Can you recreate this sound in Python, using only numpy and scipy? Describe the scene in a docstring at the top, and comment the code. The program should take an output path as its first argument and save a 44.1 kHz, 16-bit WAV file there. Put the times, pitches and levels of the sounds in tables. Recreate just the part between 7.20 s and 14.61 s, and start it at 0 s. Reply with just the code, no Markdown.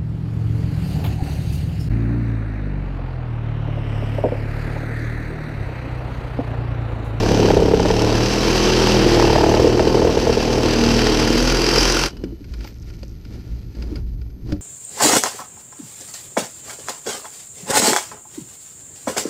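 """At the bottom of an earth pit, a cordless reciprocating saw cuts a plastic sewer pipe near a head-worn camera.
Each stroke shakes the tool, drones on its overtones, rasps the teeth through the wall and knocks the shoe
on the pipe, harder when the blade grabs. Filtered grains make the rasp, struck resonances the knocks.
The pipe parts and the saw falls silent; gloves scrape, the loose pipe and the saw bump, and the camera
mount rumbles. A faint high whine lies under everything."""
import sys
import numpy as np
from scipy import signal
from scipy.fft import rfft, irfft
from scipy.io import wavfile
from scipy.ndimage import uniform_filter1d

SR = 44100
rng = np.random.default_rng(int(sys.argv[2]) if len(sys.argv) > 2 else 0)


def generate_wav(signal):
    """Clip the signal to [-1, 1] and save it as 16-bit WAV at the path in sys.argv[1]."""
    frames = np.transpose(np.atleast_2d(signal))
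    scaled = np.clip(frames, -1, 1) * 32767
    pcm = np.round(scaled).astype(np.int16)
    wavfile.write(sys.argv[1], SR, pcm)


N = 326781
T = np.arange(N) / SR

BRAKE_S, BRAKE_DB_PER_S = 4.862, 491  # the trigger is let go; the saw's level falls at this rate
LOOSE_S, LOOSE_SLEW_S = 4.01, 0.21  # the pipe starts to come loose; time until it is fully loose


def undb(db):
    """Decibels to gain."""
    return 10 ** (np.asarray(db) / 20)


def unit(x):
    """Scale to rms 1."""
    return x / np.sqrt(np.mean(x ** 2))


def walk(rate):
    """Slow random drift of rms near 1, with about `rate` new values per second."""
    k = int(SR / rate)
    steps = np.repeat(rng.standard_normal(N // k + 1), k)
    return unit(uniform_filter1d(steps, k)[:N])


def colour(x, points):
    """Minimum-phase filter with the given (Hz, dB) shape."""
    hz, db = np.transpose(points)
    size = 8192
    bin_hz = np.arange(size // 2 + 1) * SR / size
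    shape = np.interp(np.log(bin_hz + 1), np.log(hz), db)
    # folding the cepstrum makes the response causal
    cepstrum = irfft(np.log(undb(shape)))
    cepstrum[1:size // 2] *= 2
    cepstrum[size // 2 + 1:] = 0
    response = irfft(np.exp(rfft(cepstrum)))
    return signal.fftconvolve(x, response)[:len(x)]


def resonate(x, hz, width):
    """One resonance, gain 1 at its centre."""
    return signal.lfilter(*signal.iirpeak(hz, hz / width, fs=SR), x)


def resonate_twice(x, hz, width):
    """The same resonance twice in a row, for steeper sides."""
    return resonate(resonate(x, hz, width), hz, width)


def add(out, s, sound):
    """Mix a sound in at time s."""
    i = max(int(s * SR), 0)
    out[i:i + len(sound)] += sound[:max(N - i, 0)]


def lobe(phase, centre, width):
    """A smooth gate that opens once per stroke."""
    return np.exp((np.cos(2 * np.pi * (phase - centre)) - 1) / (2 * np.pi * width) ** 2)


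def grains(rate, spread_db):
    """Dense tiny clicks of uneven size, `rate` per second on average."""
    size = undb(spread_db * np.minimum(rng.exponential(size=N), 5))
    return unit((rng.random(N) < rate / SR) * rng.standard_normal(N) * size)


def swell(start, length, attack, release):
    """Rise before start, hold, fall."""
    rise = 1 + (T - start) / attack
    fall = 1 - (T - start - length) / release
    return np.clip(np.minimum(rise, fall), 0, 1)


def curve(rows):
    """Join (s, value) rows by straight lines."""
    return np.interp(T, *np.transpose(rows))


def looseness():
    """0 while the pipe holds firm, 1 once it has come loose."""
    return np.clip((T - LOOSE_S) / LOOSE_SLEW_S, 0, 1)


# Motor speed: it sags under load and races as the cut opens.
# Each row: time in seconds, strokes per second in Hz.
MOTOR_SPEED = [(0, 34.4), (.2, 35.9), (.35, 34.4), (.6, 35.6), (.75, 37), (1, 37.8), (1.15, 40.8),
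               (1.35, 41.1), (1.7, 41), (2.1, 37.1), (2.3, 36.8), (2.42, 39.6), (2.85, 40.2), (3.3, 39.2),
               (4.1, 38.6), (4.25, 41.8), (4.5, 42.3), (4.87, 44.1)]
# How hard the teeth bite. Each row: time in seconds, rasp level in dB.
BITE_LEVEL = [(0, -29), (.2, -26), (.5, -32), (.85, -26.5), (1.1, -25), (1.4, -21.5), (1.8, -21.5),
              (2.05, -23.5), (2.5, -29), (2.9, -29), (3.3, -27), (3.8, -23), (4.5, -21.5), (4.6, -18),
              (4.86, -22.5)]
# How hard the shoe chatters on the pipe. Each row: time in seconds, reference level in dB.
CHATTER_LEVEL = [(0, -20), (.2, -16), (.4, -19), (.62, -21.5), (.95, -20), (1.12, -24), (1.6, -21),
                 (1.85, -18), (2.35, -17), (2.55, -19.5), (2.8, -19), (3.05, -23.5), (3.35, -20),
                 (3.8, -22.5), (4.02, -21.5), (4.25, -25), (4.6, -23.5), (4.86, -33)]


def saw():
    """All parts follow one crank phase; after the trigger is let go they fade within hundredths of a second."""
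    bite_db, chatter_db = curve(BITE_LEVEL), curve(CHATTER_LEVEL)
    phase = np.cumsum(curve(MOTOR_SPEED)) / SR  # in strokes
    braking = undb(-BRAKE_DB_PER_S * np.maximum(T - BRAKE_S, 0))
    parts = teeth(phase, bite_db) + chatter(phase, chatter_db)
    parts = parts + mechanism(phase, bite_db, chatter_db) + last_strip(phase)
    return braking * parts


# Ringing of the blade and its clamp. Each row: pitch in Hz, width in Hz, relative level in dB.
BLADE_MODES = [(1457, 350, -4.5), (1814, 280, -3), (2380, 130, -2), (2660, 76, -0.5), (2720, 100, 0.5),
               (3104, 50, -1.5), (4575, 160, 1), (4860, 89, 6.5), (5400, 300, 1), (6100, 270, -2.5)]
# Colour of the torn plastic. Each row: frequency in Hz, relative level in dB.
RASP_COLOUR = [(450, -33.5), (700, -2), (920, 1), (1200, -3), (1500, -4), (2100, -6.5), (3100, -2.5),
               (3500, -8.5), (4100, -5), (4800, -7), (6100, -8.5), (6900, -22), (7500, -17.5),
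               (9000, -29.5), (15000, -54)]
# Colour of the fine hiss over the rasp. Each row: frequency in Hz, relative level in dB.
HISS_COLOUR = [(6000, -24), (7500, 9), (8800, -14.5), (10100, 6), (11600, -0.5), (12600, 5), (15500, -20)]
# How separately the strokes bite: more at the start and in the last strip of wall.
# Each row: time in seconds, depth of the stroke pulse as an exponent.
STROKE_DEPTHS = [(0, 0.94), (.8, 1.1), (1.5, 0.56), (3.4, .95), (4.6, 1)]
HISS_DB = -25  # against the rasp


def teeth(phase, bite_db):
    """Teeth rasp in a short pull and a longer, equally high scuff, with one sharp clack per stroke."""
    pull, scuff = .5 * lobe(phase, 0.26, 0.14), 0.5 * lobe(phase, 0.74, 0.27)
    clack = 1.14 * lobe(phase, .13, 0.035)
    gate = (.5 + pull + scuff + clack) ** curve(STROKE_DEPTHS)
    # even out the power over a tenth of a second, then let it flutter
    gate = gate / np.sqrt(uniform_filter1d(gate ** 2, SR // 10)) * undb(1.0 * walk(70))
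    chips = unit(colour(gate * grains(12000, 1.4), RASP_COLOUR))
    ring = 0
    for hz, width, db in BLADE_MODES:
        ring = ring + undb(db + 2.1 * walk(9)) * resonate(gate * grains(5000, 1.5), hz, width)
    # the blade rings more freely as the wall gives way
    ring_db = np.interp(T, [0, 3.4, 4.8], [-6, -4, -3])
    rasp = undb(-1 - 1.8 * looseness()) * chips + undb(ring_db) * unit(ring)
    hiss = undb(HISS_DB) * unit(colour(gate * grains(6000, 3.5), HISS_COLOUR))
    return undb(bite_db) * (rasp + hiss)


# Ringing of the half-buried pipe, struck close by. Each row: pitch in Hz before scatter,
# width in Hz, relative level in dB before sharpness and scatter.
PIPE_MODES = [(325.5, 64, -4.5), (432, 171, 5), (656, 96, 0), (805, 190, -10), (1220, 1200, -28)]
RECOIL_HZ, RECOIL_WIDTH_HZ, RECOIL_DB = 60, 28, -16  # each knock also jolts the tool


def knock(sharp_db, rattle=0.2):
    """The shoe lands, rebounds within milliseconds and rings the pipe; a sharper contact favours upper modes."""
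    push = np.zeros(SR // 16)
    # the blow and its first quick rebound, then three small random ones
    push[0], push[int(.0022 * SR)] = 1, .55
    rebounds = (rng.uniform(0.00397, 0.01205, size=3) * SR).astype(int)
    np.add.at(push, rebounds, rattle * rng.standard_normal(size=3))
    ring = 0
    for hz, width, db in PIPE_MODES:
        tilt_db = sharp_db * min(np.log2(hz / PIPE_MODES[1][0]), 1)
        gain = undb(db + tilt_db + 2 * rng.standard_normal())
        hz = hz * np.exp(.035 * rng.standard_normal())
        ring = ring + gain * resonate_twice(push, hz, width)
    t = T[:len(push)]
    crack = rng.standard_normal(len(t)) * np.exp(-t / 0.0036) * (1 - np.exp(-t / .001))
    crack = undb(-29.0) * resonate(crack, 2600, 3500)
    recoil = resonate_twice(push, RECOIL_HZ, RECOIL_WIDTH_HZ)
    return ring / np.abs(ring).max() + undb(RECOIL_DB) * recoil / np.abs(recoil).max() + crack


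# Single hard knocks when the teeth grab.
# Each row: time in seconds, level in dB, sharpness of the contact in dB.
GRAB_KNOCKS = [(.304, -2.5, 12), (.368, -1, -9), (.422, -2.5, -7), (.536, -1.5, -1), (.597, -5, 9),
               (.651, -7, 10), (.703, -3, 7), (2.043, -5.5, 12), (2.233, -4.5, 7.5), (2.396, -0.5, 1),
               (2.595, -3.5, 13), (2.671, -2.5, 2), (2.744, -4, 2), (2.847, -4, -7), (2.971, -3.5, 0),
               (3.07, -5, 1), (3.095, -4, 3), (3.171, -5.5, 0), (4.553, -14, -15), (4.577, -7.5, -11)]
# Bouts in which the saw bounces on every stroke.
# Each row: start in seconds, end in seconds, level in dB before scatter, sharpness of the contact in dB.
BOUNCE_BOUTS = [(.19, .5, -6.5, -7), (.74, .94, -9.5, 1), (2.03, 2.38, -6.5, 12.5), (2.43, 2.49, -4, -3),
                (2.76, 2.89, -6, 1)]
STROKE_DB, STROKE_SCATTER_DB = 8, 1.5  # the knock of an ordinary stroke against the chatter level
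BOUNCE_PHASE, BOUNCE_SCATTER_DB = .85, 1  # where in the stroke the shoe lands; unevenness of the bounces
JUDDER_DB, PINCH_JUDDER_DB = -11.5, -21  # blade judder against the chatter level; its level when pinched
PINCH_S, PINCH_LENGTH_S, PINCH_SLEW_S = 2.006, .27, 0.091  # the kerf closes on the blade


def chatter(phase, chatter_db):
    """The shoe knocks once a stroke, harder while the saw bounces or the teeth grab; the pinched blade judders."""
    out = np.zeros(N)
    grab_s = np.array(GRAB_KNOCKS)[:, 0]
    for i in np.flatnonzero(np.diff(np.floor(phase - BOUNCE_PHASE)) > 0):
        late, strength = rng.standard_normal(2)
        db, sharp_db = chatter_db[i] + STROKE_DB + STROKE_SCATTER_DB * strength, .67
        s = T[i] + .0007 * late
        for start, end, bounce_db, bounce_sharp_db in BOUNCE_BOUTS:
            if start < T[i] < end:
                db, sharp_db = bounce_db + BOUNCE_SCATTER_DB * strength, bounce_sharp_db
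        blow = knock(sharp_db)
        # a grab replaces an ordinary knock close to it
        if np.abs(grab_s - s).min() > .013:
            add(out, s, blow * undb(db))
    for s, db, sharp_db in GRAB_KNOCKS:
        add(out, s, knock(sharp_db) * undb(db))
    judder = colour(lobe(phase, .14, 0.084) * grains(2500, 0.98),
                    [(400, -29), (620, 4), (850, -2), (1100, -12.5), (1700, -15.5), (3000, -51.0)])
    pinch = undb(PINCH_JUDDER_DB) * swell(PINCH_S, PINCH_LENGTH_S, PINCH_SLEW_S, PINCH_SLEW_S)
    firm = undb(chatter_db + JUDDER_DB) * (1 - looseness())
    return out + np.hypot(firm, pinch) * unit(judder)


# Drone of the crank and housing. Each row: multiple of the stroke rate, relative level in dB.
DRONE_OVERTONES = [(2, -7), (4, -9.5), (5, -2.5), (6, -3), (7, -4.5), (8, 0), (9, -2.5), (10, -11.5),
                   (11, -15), (12, -11), (13, -4), (14, -15.5), (15, -23), (16, -11.5), (17, -17.5),
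                   (18, -15), (19, -13.5), (20, -17), (22, -11.5), (23, -25), (26, -18), (27, -15)]
# Overtones that swell while they sit on a resonance of tool and pipe.
# Each row: start in seconds, end in seconds, multiple of the stroke rate, added level in dB.
OVERTONE_SWELLS = [(0, 1.9, 5, -33), (1.25, 2.7, 9, -22), (1.5, 4.1, 12, -33.5), (3, 3.68, 6, -34.5),
                   (3.55, 4.32, 6, -22.5), (3.7, 4, 11, -23.5), (3.85, 4.5, 8, -27)]
# Hum on the third overtone of the stroke. Each row: time in seconds, level in dB before drift.
HUM_LEVEL = [(0, -19), (.25, -18.5), (.62, -22.5), (1.02, -15), (1.12, -22), (1.5, -25), (1.98, -18),
             (2.25, -25.5), (2.45, -22), (2.8, -27), (4.05, -25), (4.86, -32)]
# The loosening pipe swings along with the blade. Each row: start in seconds, length in seconds, level in dB.
PIPE_LURCHES = [(4.222, .13, -25), (4.6, 0.092, -28)]
SHAKE_DB, SHAKE_PER_BITE = -7.5, .62  # to-and-fro shake: offset, and dB per dB of bite
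DRONE_DB, DRONE_PER_CHATTER, SLACK_DB = -13.5, 0.59, -2.5  # drone and linkage rattle follow the chatter
LOOSE_DRONE_DB = -1  # the drone gives way a little once the pipe is loose
GROWL_HZ, GROWL_WIDTH_HZ = 315, 170  # a growl of the loose pipe
GROWL_DB, GROWL_DB_PER_S = -22, -8.5  # its level when fully loose, and how it fades


def mechanism(phase, bite_db, chatter_db):
    """The reciprocating mass shakes tool and pipe; crank and housing drone on the overtones of the stroke."""
    turn, loose = 2 * np.pi * phase, looseness()
    swing = undb(SHAKE_DB + SHAKE_PER_BITE * bite_db + 1.3 * walk(9))
    for start, length, db in PIPE_LURCHES:
        swing = swing + undb(db) * swell(start, length, 0.053, 0.047)
    hum = undb(curve(HUM_LEVEL) + 2.05 * walk(14)) * np.sin(3 * turn + 0.1 * walk(29))
    shake = swing * np.sin(turn) + hum
    growl = (0.52 + lobe(phase, 0.23, 0.14)) * grains(2500, 0.73)
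    growl = unit(resonate_twice(growl, GROWL_HZ, GROWL_WIDTH_HZ))
    growl = growl * loose * undb(GROWL_DB + GROWL_DB_PER_S * (T - LOOSE_S - LOOSE_SLEW_S))
    # the drone's phase wanders more once the pipe comes loose
    unrest = 0.24 + 0.65 * loose
    drone = 0
    for order, db in DRONE_OVERTONES:
        size = undb(DRONE_DB + DRONE_PER_CHATTER * chatter_db + LOOSE_DRONE_DB * loose + db)
        for start, end, multiple, swell_db in OVERTONE_SWELLS:
            if multiple == order:
                size = size + undb(swell_db) * np.clip(np.minimum(T - start, end - T) / 0.081, 0, 1)
        wave = np.sin(order * turn + 2 * np.pi * rng.random() + unrest * walk(22))
        drone = drone + size * undb(1.84 * walk(6)) * wave
    # play in the linkage blurs the drone while the shoe chatters
    slack = colour(grains(900, 1.5), [(30, -15.5), (65, 0), (95, -1.0), (140, 5), (190, -1.0), (330, 7.5),
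                                      (480, 3.0), (620, -10.5), (2000, -45.0)])
    return shake + drone + growl + undb(chatter_db + SLACK_DB) * unit(slack)


# Hollow ringing of the cut pipe when touched. Each row: pitch in Hz, width in Hz, relative level in dB.
HOLLOW_MODES = [(570, 50, 3), (913, 66, -2), (1410, 130, 7.5), (2270, 310, -3), (2980, 57, -12),
                (4130, 78, -3), (4450, 180, -4), (4720, 200, 0.5), (5330, 100, -7), (5780, 110, -0.5)]


def hollow(x):
    """The cut pipe rings on its own modes when a sound excites it."""
    return sum(undb(db) * resonate(x, hz, width) for hz, width, db in HOLLOW_MODES)


def last_strip(phase, full_s=4.78, full_db=-27.0, rise_db_per_s=12):
    """As the last strip of wall thins, the strokes ring the hollow pipe ever more."""
    ring_db = full_db - rise_db_per_s * np.maximum(full_s - T, 0)
    strokes = (0.37 + lobe(phase, 0.24, 0.069)) * grains(4000, 1.2)
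    return undb(ring_db) * unit(hollow(strokes))


# The freed blade rings on. Each row: pitch in Hz, starting level in dB, time to fall by 60 dB in seconds.
BLADE_AFTER_RING = [(2960, -58, 1.3), (3080, -64, 0.94), (4190, -65, 1.5)]


def freed_blade():
    """The steel blade shivers on after the saw is let go: narrow bands of noise that die away."""
    age = np.maximum(T - BRAKE_S, 0)
    ring = 0
    for hz, db, t60 in BLADE_AFTER_RING:
        ring = ring + undb(db - 60 * age / t60) * unit(resonate(rng.standard_normal(N), hz, 40))
    return (age > 0) * ring


# Clicks of grit and plastic. Each row: time in seconds, peak in dB, time to fall by 60 dB in seconds.
GRIT_CLICKS = [(4.970, -34, 0.028), (5.0394, -27.5, 0.043), (5.244, -38, .041), (5.339, -29, 0.041),
               (5.408, -31.5, .047), (5.445, -29, .03), (5.476, -30, 0.016), (5.702, -38, .03),
               (5.8326, -28.5, 0.014), (6.0516, -36, 0.038), (6.551, -41, 0.04), (6.6237, -29, 0.036),
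               (6.7576, -27, 0.055), (7.016, -40, .049), (7.103, -46, .045), (7.323, -24, 0.037)]
# Colour of those clicks. Each row: frequency in Hz, relative level in dB.
CLICK_COLOUR = [(300, 10.5), (600, 7.5), (1000, 5), (2700, 6.5), (3500, 2.5), (5000, 12.5), (6400, -4),
                (8000, -11), (15000, -43)]
# Dull bumps of the loose pipe and the saw. Each row: time in seconds, peak in dB before a common 2.5 dB lift,
# pitch in Hz, time to fall by 60 dB in seconds.
DULL_BUMPS = [(5.038, -16.5, 330, 0.031), (5.046, -25.5, 267, .2), (5.05, -36, 429, .25),
              (5.123, -26.5, 328, 0.077), (5.207, -31.5, 288, 0.089), (5.447, -35, 840, 0.036),
              (5.83, -34.5, 537, 0.026), (6.622, -42, 334, 0.061), (6.718, -22.5, 298, 0.13),
              (6.757, -42, 565, .06), (7.318, -28.5, 564, 0.13), (7.322, -17, 298, 0.16),
              (7.325, -15, 81.5, 0.075)]


def knocks():
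    """Grit and plastic click; pipe and saw bump, damped by the soil."""
    out, t = np.zeros(N), T[:SR // 4]
    for s, db, t60 in GRIT_CLICKS:
        touch = rng.standard_normal(len(t)) * undb(-60 * t / t60) * (1 - np.exp(-t / 0.001))
        click = unit(colour(touch, CLICK_COLOUR)) + undb(-4.5) * unit(hollow(touch))
        add(out, s - .002, undb(db) * click / np.abs(click).max())
    for s, db, hz, t60 in DULL_BUMPS:
        turn = 2 * np.pi * hz * t
        bump = np.sin(turn) + 0.26 * np.sin(1.256 * turn) + 0.6 * np.sin(0.67 * turn)
        bump = bump * undb(-60 * t / t60) * (1 - np.exp(-t / 0.0025))
        add(out, s, undb(db + 2.5) * bump / np.abs(bump).max())
    return out


# Hand movements on pipe and saw. Each row: start in seconds, length in seconds,
# sleeve and glove rub level in dB, gritty scrape level in dB.
HAND_MOVES = [(4.926, 0.17, -39.5, -68), (5.32, 0.063, -48, -54), (5.433, 0.053, -40.5, -49.5),
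              (5.672, .15, -50, -56.5), (6.11, 0.067, -40, -55.5), (6.26, 0.15, -45.5, -58),
              (6.584, 0.2, -36, -55.5), (7.298, 0.025, -30.5, -51)]
# Colour of the gritty scrape. Each row: frequency in Hz, relative level in dB.
SCRAPE_COLOUR = [(500, -13), (700, 0), (1100, -15), (1390, -14), (1700, 0.5), (2300, -4.5), (3550, -5.5),
                 (4200, -1.5), (5200, -5), (6400, -12.5), (8400, -28), (13000, -22), (15000, -20)]
# Colour of the rumble in the camera mount. Each row: frequency in Hz, relative level in dB.
RUMBLE_COLOUR = [(13, -13), (22, -12), (59, 7), (86, -9), (118, -0.5), (140, -18), (166, -10), (237, -24.5),
                 (299, -21), (427, -29), (548, -56), (900, -59), (1170, -63), (1980, -120)]
MOVE_ATTACK_S, MOVE_RELEASE_S = 0.054, .06
REST_RUB_DB, REST_SCRAPE_DB = -48.5, -60  # the resting glove
LET_GO_S, LET_GO_DB = 6.8, -4.5  # it scrapes less once it lets go of the pipe
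RUMBLE_DB, RUMBLE_DB_PER_S, RUMBLE_SWAY_DB = -35.5, 3, 2  # the mount rumbles more as the body starts to rise
CRUMBS_S, CRUMBS_LENGTH_S, CRUMBS_PER_S, CRUMBS_DB = 5.33, 0.565, 160, -61


def handling():
    """Body movement rumbles through the mount; gloves rub and drag grit along the pipe; soil crumbles."""
    rubbing, scraping = undb(REST_RUB_DB), undb(REST_SCRAPE_DB + LET_GO_DB * (T > LET_GO_S))
    for start, length, rub_db, scrape_db in HAND_MOVES:
        move = swell(start, length, MOVE_ATTACK_S, MOVE_RELEASE_S)
        rubbing = np.hypot(rubbing, undb(rub_db) * move)
        scraping = np.hypot(scraping, undb(scrape_db) * move)
    rumble_db = RUMBLE_DB + RUMBLE_DB_PER_S * (T - BRAKE_S) + RUMBLE_SWAY_DB * walk(14)
    rumble = undb(rumble_db) * unit(colour(rng.standard_normal(N), RUMBLE_COLOUR))
    rub = unit(colour(grains(2000, 1.0), [(90, -18), (200, 4.5), (340, 1.5), (450, -6.5), (600, -15.5),
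                                          (1200, -25.5), (4000, -51)]))
    grit = grains(7000, 0.87) * undb(1.5 * walk(45))
    scrape = undb(-1.5) * unit(colour(grit, SCRAPE_COLOUR)) + undb(-5.5) * unit(hollow(grit))
    crumbs = unit(resonate_twice(grains(CRUMBS_PER_S, 1.2), 5600, 1800))
    crumbs = crumbs * undb(CRUMBS_DB) * swell(CRUMBS_S, CRUMBS_LENGTH_S, MOVE_ATTACK_S, MOVE_RELEASE_S)
    # one brief, very bright swish
    swish = undb(-55) * np.exp(-((T - 5.48) / .025) ** 2) * unit(resonate_twice(grit, 13800, 2500))
    after_saw = np.clip((T - BRAKE_S) / MOVE_ATTACK_S, 0, 1)
    return after_saw * (rumble + rubbing * rub + scraping * scrape) + crumbs + swish


def whine():
    """A faint high whine: two sines an octave apart with slightly wandering phase."""
    upper = undb(-66.5) * np.sin(2 * np.pi * 12618 * T + .6 * walk(40))
    lower = undb(-74) * np.sin(2 * np.pi * 6309 * T + .3 * walk(40))
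    return upper + lower


def scene():
    """The saw close by, its freed blade, the bumps and the handling, over the whine."""
    return (saw() + freed_blade() + knocks() + handling() + whine())[None]


TOP_HZ = 15300  # upper limit of the camera's microphone


def record(dry):
    """The camera rounds the highest peaks and cuts the top."""
    rounded = dry / (1 + dry ** 6) ** (1 / 6)
    return signal.sosfilt(signal.ellip(10, .1, 80, TOP_HZ, fs=SR, output="sos"), rounded)


dry = scene()
out = record(dry)
generate_wav(out)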